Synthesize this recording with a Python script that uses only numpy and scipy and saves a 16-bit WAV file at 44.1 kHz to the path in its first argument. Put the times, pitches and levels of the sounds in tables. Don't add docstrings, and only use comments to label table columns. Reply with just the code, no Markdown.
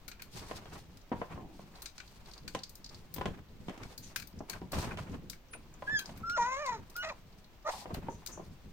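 import sys
import numpy as np
from scipy import signal
from scipy.fft import rfft, irfft, next_fast_len
from scipy.io import wavfile
from scipy.ndimage import uniform_filter1d

SR = 44100
rng = np.random.default_rng(int(sys.argv[2]) if len(sys.argv) > 2 else 0)


def output_pcm(signal):
    pcm = np.clip(np.atleast_2d(signal).T, -1, 1) * 32767
    wavfile.write(sys.argv[1], SR, np.round(pcm).astype(np.int16))


N = 384552
T_S = np.arange(N) / SR
HIT_SAMPLES = 8192
TOP_HZ = 16100

# f/Hz, density/dB
ROOM_TONE = [(20, 4), (50, 3), (100, -9.5), (200, -14), (400, -19), (800, -22), (1600, -28), (3200, -30.5),
             (6000, -36.5), (9000, -42), (16000, -23)]
ROOM_TONE_DB = -55
# f/Hz, left/dB, right/dB
PORTS = [(101, -1, -1.5), (2580, 4, 4.5), (6600, 4, 0), (9940, -2.5, -4.5), (9260, -14, -17),
         (12200, -9, -14), (13800, -2, -14.5), (16300, -12.5, -15)]

# t/s, length/s, level/dB
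SNIFFS = [(4.02, 0.025, -55.5), (8.09, .05, -63), (8.31, 0.028, -52)]
SNIFF_ATTACK_S, SNIFF_RELEASE_DB_PER_S = 0.019, 260
# f/Hz, density/dB
SNOUT = [(2000, -12), (4500, -37), (6000, 8.5), (7000, 5), (8000, -7), (10000, -6), (14000, -30)]
# t/s, growl/dB, hiss/dB
SNARL = [(7.68, -40, -47), (7.69, -29.5, -59), (7.724, -52.5, -44.5), (7.738, -41.5, -47.5),
         (7.792, -61, -48), (7.85, -51.5, -54)]
# f/Hz, density/dB
GROWL = [(150, -50), (330, -16.5), (600, -5), (900, 4), (1250, -11), (2000, -24.5), (3200, -39)]

# t/s, pitch/Hz, level/dB, bright overtones/dB, rasp/dB (before trim)
WHIMPERS = [
    [(6.365, 679, -49.5, -44.5, -50), (6.392, 486.4, -29, -50.5, -51.5), (6.435, 463, -35.5, -40, -46.5),
     (6.48, 508.7, -37, -49, -54.5), (6.562, 538, -42, -47, -50.5), (6.62, 610.6, -43, -49.5, -57),
     (6.67, 521, -41.5, -48.5, -53), (6.695, 488, -35.5, -50, -53.5), (6.755, 440.7, -45, -51, -57.5),
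     (6.8, 420, -58, -71, -73)],
    [(7.025, 627, -50, -43.5, -55), (7.081, 647.4, -41, -50.5, -56), (7.099, 622.4, -50, -44, -62),
     (7.117, 505, -42.5, -61, -60), (7.125, 517, -41, -72, -56)],
    [(7.648, 620, -49, -67, -74), (7.662, 602.6, -38, -54, -59), (7.69, 645, -36.5, -46, -51),
     (7.705, 664, -48, -43.5, -46)],
]
# f/Hz, gain/dB
THROAT = [(400, 8), (500, -16.5), (600, -7), (750, -16), (950, 10.5), (1100, -12), (1300, -9.5),
          (1700, -50)]
# f/Hz, gain/dB
MOUTH = [(1300, 6), (1500, -1.5), (2000, -0.5), (2450, -7), (3000, -18), (4000, -3)]
# f/Hz, gain/dB
RASP = [(2400, -10), (3200, -10), (4300, -9), (5200, -6), (6400, 0), (7100, -6), (8000, -15), (9500, -26),
        (13000, -34)]
STEADY_ROUGH, BREAK_ROUGH, FRAY_ROUGH = .26, .6, .7
BREAK_S, FRAY_S = .018, .05
# t/s, pitch/Hz, level/dB, overtones/dB (before trim)
WHISTLES = [
    [(5.868, 1605, -60, -58), (5.88, 1650, -35.5, -72), (5.928, 1778, -39.5, -56),
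     (5.966, 1682, -30, -47.5), (5.994, 1607, -50.5, -40), (6.04, 1534, -57, -84)],
    [(6.23, 1330, -56, -89), (6.24, 1340, -38.5, -100), (6.256, 1345, -41.5, -65),
     (6.306, 1402, -38, -55.5), (6.344, 1443, -40, -54), (6.372, 1370, -33, -52)],
    [(6.96, 1346, -38, -46), (6.966, 1434, -48, -65), (6.986, 1440, -41, -55), (7.03, 1480, -51, -48)],
]
# t/s, pitch/Hz, level/dB
SQUEAK = [(5.51, 9760, -60), (5.544, 9650, -49), (5.56, 9300, -50), (5.575, 9400, -78)]
# f/Hz, gain/dB
NOSE = [(2830, -9), (2900, 6), (3300, 1.5), (4200, -12), (5500, -0.5), (6900, -8.5), (8300, -24.5),
        (12000, -33)]
# delay/s, level/dB
ECHOES = [(.0021, -10.5), (.0034, -10)]
VOICE_ROOM_DB = -14

# t/s, length/s, level/dB
SLIDES = [(1.345, .21, -50)]
SLIDE_ATTACK_S, SLIDE_SAG_DB_PER_S, SLIDE_RELEASE_DB_PER_S = 0.023, 42, 400
# f/Hz, density/dB
CARDBOARD = [(180, -0.5), (300, 9.5), (380, 0), (500, -20), (720, -0.5), (900, -6), (1200, -33),
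             (3000, -50)]

# t/s, bearing down/s, level/dB
STEPS = [(0.06, 0.058, -63), (0.33, 0.63, -47.5), (1.1, .11, -45.5), (1.29, 0.14, -45.5), (1.48, .05, -62),
         (2.4, 0.073, -49), (2.535, 0.017, -43.5), (2.67, 0.036, -60), (2.92, 0.28, -55), (3.15, 0.12, -45),
         (3.24, 0.078, -37.5), (3.49, 0.057, -49), (3.58, 0.1, -47.5), (3.675, 0.035, -61),
         (3.8, 0.072, -48.5), (3.97, 0.26, -53.5), (4.19, 0.044, -51.5), (4.33, 0.072, -48.5),
         (4.49, .08, -52.5), (4.61, 0.053, -44.5), (4.72, 0.18, -37.5), (4.9, 0.18, -45),
         (5.09, 0.056, -38.5), (5.21, .1, -47), (5.52, 0.31, -56), (5.91, 0.042, -45), (6.07, 0.21, -46.5),
         (6.38, 0.082, -51), (6.68, 0.14, -50), (6.78, 0.053, -53), (7.02, 0.037, -57), (7.21, 0.039, -55),
         (7.85, .06, -47), (7.91, 0.085, -39.5), (8.02, 0.12, -44), (8.28, 0.25, -49.5),
         (8.61, 0.12, -52.5)]
STEP_ATTACK_S, STEP_SAG_DB_PER_S, STEP_RELEASE_DB_PER_S = 0.026, 14.5, 162
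FIDGET_DB, FIDGET_SWING_DB = -62.5, 4
# t/s, length/s, rub/dB, hiss/dB
SCUFFS = [(0.31, 0.12, -67, -56), (0.352, 0.23, -52.5, -49), (0.55, 0.15, -58, -61),
          (0.71, 0.046, -54, -52), (1.144, 0.13, -60, -60), (1.291, 0.054, -53, -82),
          (1.722, 0.12, -62, -64), (1.928, 0.25, -79, -65.5), (2.262, .15, -62.5, -62.5),
          (2.495, 0.064, -72, -64), (2.887, 0.19, -63.5, -67), (3.153, 0.23, -56.5, -70),
          (3.658, 0.2, -55.5, -66), (3.805, 0.14, -61, -59), (4.015, 0.064, -75, -59),
          (4.094, 0.024, -56, -62), (4.477, 0.074, -51, -57.5), (4.713, .13, -43, -48),
          (4.845, 0.1, -48, -68.5), (4.966, 0.045, -46.5, -52), (5.064, 0.091, -53.5, -70),
          (5.856, 0.13, -50.5, -65), (6.031, 0.16, -55, -62), (6.744, 0.44, -62, -68),
          (7.847, 0.27, -57, -70), (8.087, 0.3, -61, -67), (8.266, 0.23, -62, -66)]
SCUFF_ATTACK_S, SCUFF_SAG_DB_PER_S, SCUFF_RELEASE_DB_PER_S = 0.027, 17, 209
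FUR_RUB_DB, FUR_HISS_DB = -74, -73
# f/Hz, density/dB
CUSHION = [(25, -2.5), (55, -4), (90, 2), (130, -2), (180, -1), (300, -11.5), (500, -19.5), (1000, -48)]
# f/Hz, density/dB
RUB = [(150, -41), (330, 3), (550, -2.5), (780, -1), (1000, -0.5), (1500, -8), (2500, -13), (5000, -26.5)]
# f/Hz, density/dB
HISS = [(900, -31), (1800, -6.5), (3000, -5), (4500, 0.5), (7000, -5), (9000, -2.5), (12000, 0.5),
        (16000, -6.5)]

KIBBLE_DB, TEETH_DB, PAWS_DB = -9.5, -7, 2
# t/s, knock/dB, low thud/dB, treble slope/dB per octave (soft pads steep)
KNOCKS = [(.512, -4, -16, -8.5), (.657, -15, -25, -6), (1.117, 0, -5, -18), (1.125, -1.5, -13, -12),
          (1.216, 1.5, -14, -15.5), (1.377, -13, -28, -16), (1.593, -15.5, -23.5, -21),
          (2.549, -0.5, -14.5, -4), (3.163, -14, -22, -1), (3.183, -8.5, -14, -5.5), (3.212, -1, -14, -8.5),
          (3.257, 0.5, -10, -6), (3.684, -8, -10.5, -7.5), (3.695, -11, -16, -5), (3.777, -19, -23, -2.5),
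          (4.337, -50, -19.5, -12), (4.406, -6.5, -14, -21), (4.617, -14.5, -9, -10),
          (4.733, -3, -14, -9.5), (4.747, -11, -27, -12), (4.767, -10, -23, -4.5), (4.787, -15.5, -26, 1),
          (4.846, -16.5, -22, 0), (4.973, -13.5, -26, -2.5), (5.096, -27, -14, -1.5),
          (5.144, -20, -10.5, -5), (5.55, -15.5, -33, -20), (5.823, -6, -34, -11), (6.093, -13, -35, -8),
          (7.857, -7, -24, -16), (7.906, -7.5, -17.5, -35), (7.946, -8, -27, -5), (8.085, -3, -12, -19),
          (8.375, -9.5, -20, -27), (8.396, -9, -20, -39)]
# f/Hz, width/Hz, gain/dB
PANEL = [(184, 45, 5.9), (595, 170, 2.3), (770, 150, 6.4), (1016, 94, 13.8), (1830, 1000, 5.1),
         (3180, 700, 6.9)]
PAW_RATTLE_S, PAW_CONTACT_DB = 0.0047, -2
# t/s, level/dB, click pitch/Hz
CHEWS = [(1.754, -16, 4140), (2.077, -15, 4430), (2.258, -16.5, 4200), (2.313, -13.5, 4570),
         (2.335, -8, 4580), (2.378, -11, 4730), (2.589, -8, 4550), (2.634, 1, 4800), (2.843, -5.5, 4960),
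         (2.861, -9, 4800), (2.891, -10, 4830), (2.945, -9.5, 4660), (4.389, -15, 5900), (5.739, -19, 7100),
         (6.057, -5.5, 5130), (7.088, -12, 5100), (7.443, -20, 4270)]
NIBBLES, NIBBLE_MIN_DB, NIBBLE_MID_HZ = 30, -30, 4700
# t/s, crack/dB, bowl ring/dB, brittle snap/dB
CRACKS = [(.08, -11, -11, -12), (.115, -15, -9.5, -40), (.196, -26, -12.5, -43), (.22, -13.5, -11, -12.5),
          (0.971, -22, -27, -28), (1.82, -11.5, -20, -9.5), (1.858, -6, -9.5, -23), (1.98, -12, -13.5, -30),
          (2.001, -15, -7, -50), (2.478, -9, -8.5, -19), (2.694, -17, -53, -18), (2.754, -16.5, -52, -16),
          (3.14, -11.5, -21, -3), (3.831, -17.5, -11, -35), (3.978, -11, -24, -10.5), (4.16, -1, 3, -4.5),
          (4.198, -14, -10, -16), (4.222, -16, -14, -25), (4.272, -24, -38, -17), (4.497, -5, -9.5, -9),
          (4.532, -16, -6.5, -28), (4.719, -11, -21, -8.5), (4.91, -43, -6, -51),
          (5.298, -5.5, -17.5, -8.5), (5.331, -20, -13.5, -43), (5.534, -20.5, -5.5, -31),
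          (5.991, -6.5, -9.5, -8.5), (6.174, -26, -21, -17.5), (6.297, -12, -10, -23),
          (6.661, -8, -19, -25), (6.899, -21.5, -38, -21), (6.964, -11.5, -13, -10),
          (7.942, -13.5, -19, -13), (8.262, -7, -15, -7.5), (8.272, -5.5, -18, -25)]
# f/Hz, width/Hz, gain/dB
BOWL = [(1520, 300, 12), (2400, 340, 12), (4100, 600, 8), (4850, 400, 7), (6200, 900, 3)]
CRUMBLE_S, BOWL_RATTLE_S = .0028, .0035
KIBBLE_PAN_DB, KIBBLE_PAN_SPREAD_DB = 3, 2


def undb(db):
    return 10 ** (np.asarray(db) / 20)


def unit(x):
    return x / np.sqrt(np.mean(x ** 2) + 1e-18)


def curve(rows):
    t_s, *columns = np.transpose(rows)
    return [np.interp(T_S, t_s, c) for c in columns]


def gate(rows, edge_s):
    inside_s = np.minimum(T_S - rows[0][0], rows[-1][0] - T_S)
    return np.clip(inside_s / edge_s + .5, 0, 1)


def db_at(points, hz):
    f_hz, db = np.transpose(points)
    return np.interp(np.log(hz + 1), np.log(f_hz), db)


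def bins_hz(size):
    return np.arange(size // 2 + 1) * SR / size


def colour(x, points):
    size = next_fast_len(x.shape[-1], True)
    gain = undb(db_at(points, bins_hz(size)))
    return irfft(rfft(x, size) * gain, size)[..., :x.shape[-1]]


def diffuse(size, apart_hz=1100):
    fast = next_fast_len(size, True)
    mid, side = rfft(rng.standard_normal((2, fast)))
    like = .85 / (1 + (bins_hz(fast) / apart_hz) ** 2)
    side = side * np.sqrt(1 - like) * np.array([[1], [-1]])
    return unit(irfft(mid * np.sqrt(1 + like) + side, fast)[:, :size])


def walk(rate_hz, size=N):
    hold = max(int(SR / rate_hz), 2)
    steps = np.repeat(rng.standard_normal(size // hold + 1), hold)
    return 1.065 * uniform_filter1d(steps, hold)[:size]


def add(out, t_s, sound):
    i = max(int(t_s * SR), 0)
    out[:, i:i + sound.shape[1]] += sound[:, :N - i]


def swells(rows, attack_s, sag_db_per_s, release_db_per_s):
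    power = np.zeros((1, N))
    for start_s, length_s, db in rows:
        t_s = np.arange(int((length_s + .5) * SR)) / SR
        fall_db = sag_db_per_s * t_s + release_db_per_s * np.maximum(t_s - length_s, 0)
        gain = np.minimum(t_s / attack_s, 1) * undb(db - fall_db)
        add(power, start_s, gain[None] ** 2)
    return np.sqrt(power[0])


def rustle(spectrum, grain_db, grain_hz, surge_db):
    slips_db = grain_db * np.tanh(walk(grain_hz)) + surge_db * np.tanh(walk(45))
    return unit(colour(diffuse(N) * undb(slips_db), spectrum))


def resonances(modes, scatter=0):
    hz = bins_hz(HIT_SAMPLES)
    spots = scatter * rng.uniform(-1.67, 1, (len(modes), 2))
    total_db = 0
    for (f_hz, width_hz, db), (shift, strength) in zip(modes, spots):
        detune = 2 * (hz - f_hz * (1 + shift)) / width_hz
        total_db = total_db + db * (1 + 5 * strength) / (1 + detune ** 2)
    return total_db


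def blow(gain_db, rattle_s, contact_db, tail_db, tail_t60_s):
    t_s = np.arange(HIT_SAMPLES) / SR
    grain = np.repeat(undb(7 * np.tanh(rng.standard_normal(HIT_SAMPLES // 32))), 32)
    envelope = np.exp(-t_s / max(rattle_s, 1e-3)) * (1 - np.exp(-t_s / 0.0011))
    burst = unit(diffuse(HIT_SAMPLES) * grain * envelope)
    tail = unit(diffuse(HIT_SAMPLES) * np.exp(-np.log(1000) * t_s / tail_t60_s))
    push = (burst + undb(tail_db) * tail) / np.sqrt(HIT_SAMPLES)
    push[[0, 1], rng.integers(12, size=2)] += undb(contact_db)
    force = rfft(push)
    power = uniform_filter1d(np.abs(force.mean(0)) ** 2, size=70)
    cepstrum = irfft(np.log(undb(gain_db) / np.sqrt(power)))
    cepstrum[1:HIT_SAMPLES // 2] *= 2
    cepstrum[HIT_SAMPLES // 2 + 1:] = 0
    return irfft(force * np.exp(rfft(cepstrum)))


def partials(hz, orders, spectrum, waver_db=0):
    phase = 2 * np.pi * np.cumsum(hz) / SR
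    tone, power = 0, 0
    for k in orders:
        level_db = db_at(spectrum, k * hz) + waver_db * walk(29.5, size=len(hz))
        gain = undb(level_db) * (k * hz < TOP_HZ)
        tone = tone + gain * np.sin(k * phase + rng.uniform(0, 2 * np.pi))
        power = power + gain ** 2
    return tone / np.sqrt(power / 2)


def room_tone():
    return undb(ROOM_TONE_DB) * unit(colour(diffuse(N), ROOM_TONE))


def snuffles():
    growl_db, hiss_db = curve(SNARL)
    growl = rustle(GROWL, grain_db=3, grain_hz=200, surge_db=1) * undb(growl_db)
    hiss = rustle(HISS, grain_db=1.5, grain_hz=930, surge_db=2) * undb(hiss_db)
    sniff_gain = swells(SNIFFS, SNIFF_ATTACK_S, 0, SNIFF_RELEASE_DB_PER_S)
    nostrils = unit(colour(diffuse(N), SNOUT)) * sniff_gain
    return gate(SNARL, 0.025) * (growl + hiss) + nostrils


def pen(x, echoes, room_db, room_t60_s):
    t_s = np.arange(2 * HIT_SAMPLES) / SR
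    decay = (t_s > .004) * np.exp(-np.log(1000) * t_s / room_t60_s)
    tail = unit(diffuse(len(t_s), apart_hz=600) * decay)
    response = undb(room_db) * tail / np.sqrt(len(t_s))
    response[[0, 1], [5, 0]] += 1
    for port, (delay_s, db) in enumerate(echoes):
        response[port, int(delay_s * SR)] += undb(db)
    return signal.fftconvolve(x[None], response, axes=1)[:, :N]


def hoarseness(t_s, end_s):
    from_break_s = np.min([np.abs(t_s - rows[-1][0]) for rows in WHISTLES], axis=0)
    cracking = BREAK_ROUGH * np.exp(-(from_break_s / BREAK_S) ** 2)
    fraying = FRAY_ROUGH * np.exp((t_s - end_s) / FRAY_S)
    return np.clip(STEADY_ROUGH + cracking + fraying, 0, .9)


def whimper():
    out, jitter, flutter, shimmer = np.zeros(N), walk(300), walk(2500), walk(160)
    husk_spectrum = [(500, -30), *MOUTH, (9000, -45)]
    air, growl, husk = (unit(colour(rng.standard_normal(N), s)) for s in (RASP, GROWL, husk_spectrum))
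    for rows in WHIMPERS:
        opening = gate(rows, .008)
        on = opening > 0
        hz, db, bright_db, rasp_db = (c[on] for c in curve(rows))
        rough = hoarseness(T_S[on], rows[-1][0])
        hz = hz * (1 + (.004 + .1 * rough ** 2) * jitter[on] + .004 * flutter[on])
        puffs = 1 + np.sin(2 * np.pi * np.cumsum(hz) / SR)
        throat = partials(hz, [1, 2], THROAT, waver_db=2) * np.sqrt(1 - rough ** 2 / 2)
        throat = throat + (.03 + .15 * rough + .45 * rough ** 2) * growl[on]
        mouth = partials(hz, range(3, 6), MOUTH, waver_db=4) * np.sqrt(1 - rough ** 2)
        mouth = mouth + rough * husk[on]
        rasp = .45 * air[on] * puffs + .8 * partials(hz, range(6, 17), RASP, waver_db=5)
        rasp_gain = undb(rasp_db - 2.5 + 1.2 * shimmer[on])
        tone = undb(db) * throat + undb(bright_db) * mouth + rasp_gain * rasp
        out[on] += opening[on] * tone * undb(4 * rough * shimmer[on])
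    return out


def whistle():
    out, jitter, shimmer = np.zeros(N), walk(400), walk(110)
    for rows in WHISTLES:
        opening = gate(rows, 0.014)
        on = opening > 0
        hz, db, over_db = (c[on] for c in curve(rows))
        hz = hz * (1 + .005 * jitter[on])
        fundamental = undb(db) * partials(hz, [1], NOSE)
        overtones = undb(over_db - 0.5) * partials(hz, range(2, 7), NOSE, waver_db=6)
        out[on] += opening[on] * (fundamental + overtones) * undb(.6 * shimmer[on])
    hz, db = curve(SQUEAK)
    squeak = partials(hz * (1 + 0.0062 * jitter), [1], NOSE)
    return out + gate(SQUEAK, .01) * undb(db) * squeak


def slide():
    drag = swells(SLIDES, SLIDE_ATTACK_S, SLIDE_SAG_DB_PER_S, SLIDE_RELEASE_DB_PER_S)
    return drag * rustle(CARDBOARD, grain_db=1, grain_hz=150, surge_db=2)


def scuff_gain(column):
    rows = [(row[0], row[1], row[column]) for row in SCUFFS]
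    return swells(rows, SCUFF_ATTACK_S, SCUFF_SAG_DB_PER_S, SCUFF_RELEASE_DB_PER_S)


def bedding():
    fidget = undb(FIDGET_SWING_DB * walk(9))
    steps = swells(STEPS, STEP_ATTACK_S, STEP_SAG_DB_PER_S, STEP_RELEASE_DB_PER_S)
    weight = np.hypot(steps, undb(FIDGET_DB) * fidget)
    rub = np.hypot(scuff_gain(2), undb(FUR_RUB_DB) * fidget)
    hiss = np.hypot(scuff_gain(3), undb(FUR_HISS_DB) * fidget)
    return (rustle(CUSHION, grain_db=3.5, grain_hz=88, surge_db=3.0) * weight
            + rustle(RUB, grain_db=2.0, grain_hz=280, surge_db=6.5) * rub
            + rustle(HISS, grain_db=3.0, grain_hz=750, surge_db=6.0) * hiss)


def paws():
    out, hz = np.zeros((2, N)), bins_hz(HIT_SAMPLES)
    octaves_up = np.log2(np.maximum(hz / 1100, 1))
    for t_s, knock_db, thud_db, slope_db in KNOCKS:
        shape = [(35, thud_db - 16), (130, thud_db + 9.5), (280, thud_db + 15),
                 (520, knock_db + 2.5), (1050, knock_db - 10.0)]
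        body_db = db_at(shape, hz) + slope_db * octaves_up + resonances(PANEL, scatter=0.068)
        add(out, t_s, blow(body_db, PAW_RATTLE_S, PAW_CONTACT_DB, tail_db=-1.0, tail_t60_s=0.19))
    return out * undb(PAWS_DB)


def teeth():
    out = np.zeros((2, N))
    nibbles = [(when * T_S[-1], NIBBLE_MIN_DB + 6 * force, NIBBLE_MID_HZ * 2 ** (gape - .5))
               for when, force, gape in rng.random(size=(NIBBLES, 3))]
    for t_s, db, hz in [*CHEWS, *nibbles]:
        shape = [(hz * .25, -24), (hz * 0.6, -21), (hz * 0.98, 0), (hz * 1.17, -9), (hz * 2, -19)]
        body_db = db + db_at(shape, bins_hz(HIT_SAMPLES))
        add(out, t_s, blow(body_db, .004, contact_db=-22.0, tail_db=-6.0, tail_t60_s=0.19))
    return out * undb(TEETH_DB)


def kibble():
    out = np.zeros((2, N))
    for t_s, crack_db, ring_db, snap_db in CRACKS:
        shape = [(120, ring_db - 32), (350, ring_db - 17), (950, ring_db - 9.5), (1400, ring_db - 4),
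                 (2500, ring_db - 5.5), (4200, crack_db - 3.5), (7500, crack_db - 2.5),
                 (12000, snap_db + 9.0)]
        body_db = db_at(shape, bins_hz(HIT_SAMPLES)) + resonances(BOWL, scatter=.05)
        in_bowl = undb(ring_db) / (undb(ring_db) + undb(crack_db))
        rattle_s = CRUMBLE_S + BOWL_RATTLE_S * in_bowl
        sound = blow(body_db, rattle_s, contact_db=-11.5, tail_db=-3.5, tail_t60_s=0.17)
        pan_db = KIBBLE_PAN_DB + KIBBLE_PAN_SPREAD_DB * rng.standard_normal()
        add(out, t_s, sound * undb(np.array([[pan_db], [-pan_db]]) / 2))
    return out * undb(KIBBLE_DB)


def scene():
    voice = pen(whistle() + whimper(), ECHOES, VOICE_ROOM_DB, room_t60_s=.18)
    return room_tone() + snuffles() + voice + slide() + bedding() + paws() + teeth() + kibble()


def record(dry):
    ports = np.array(PORTS)
    heard = np.array([colour(dry[c], ports[:, [0, c + 1]]) for c in range(2)])
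    low_pass = signal.ellip(10, .2, 70, TOP_HZ, fs=SR, output="sos")
    return signal.sosfilt(low_pass, heard)


dry = scene()
out = record(dry)
output_pcm(out)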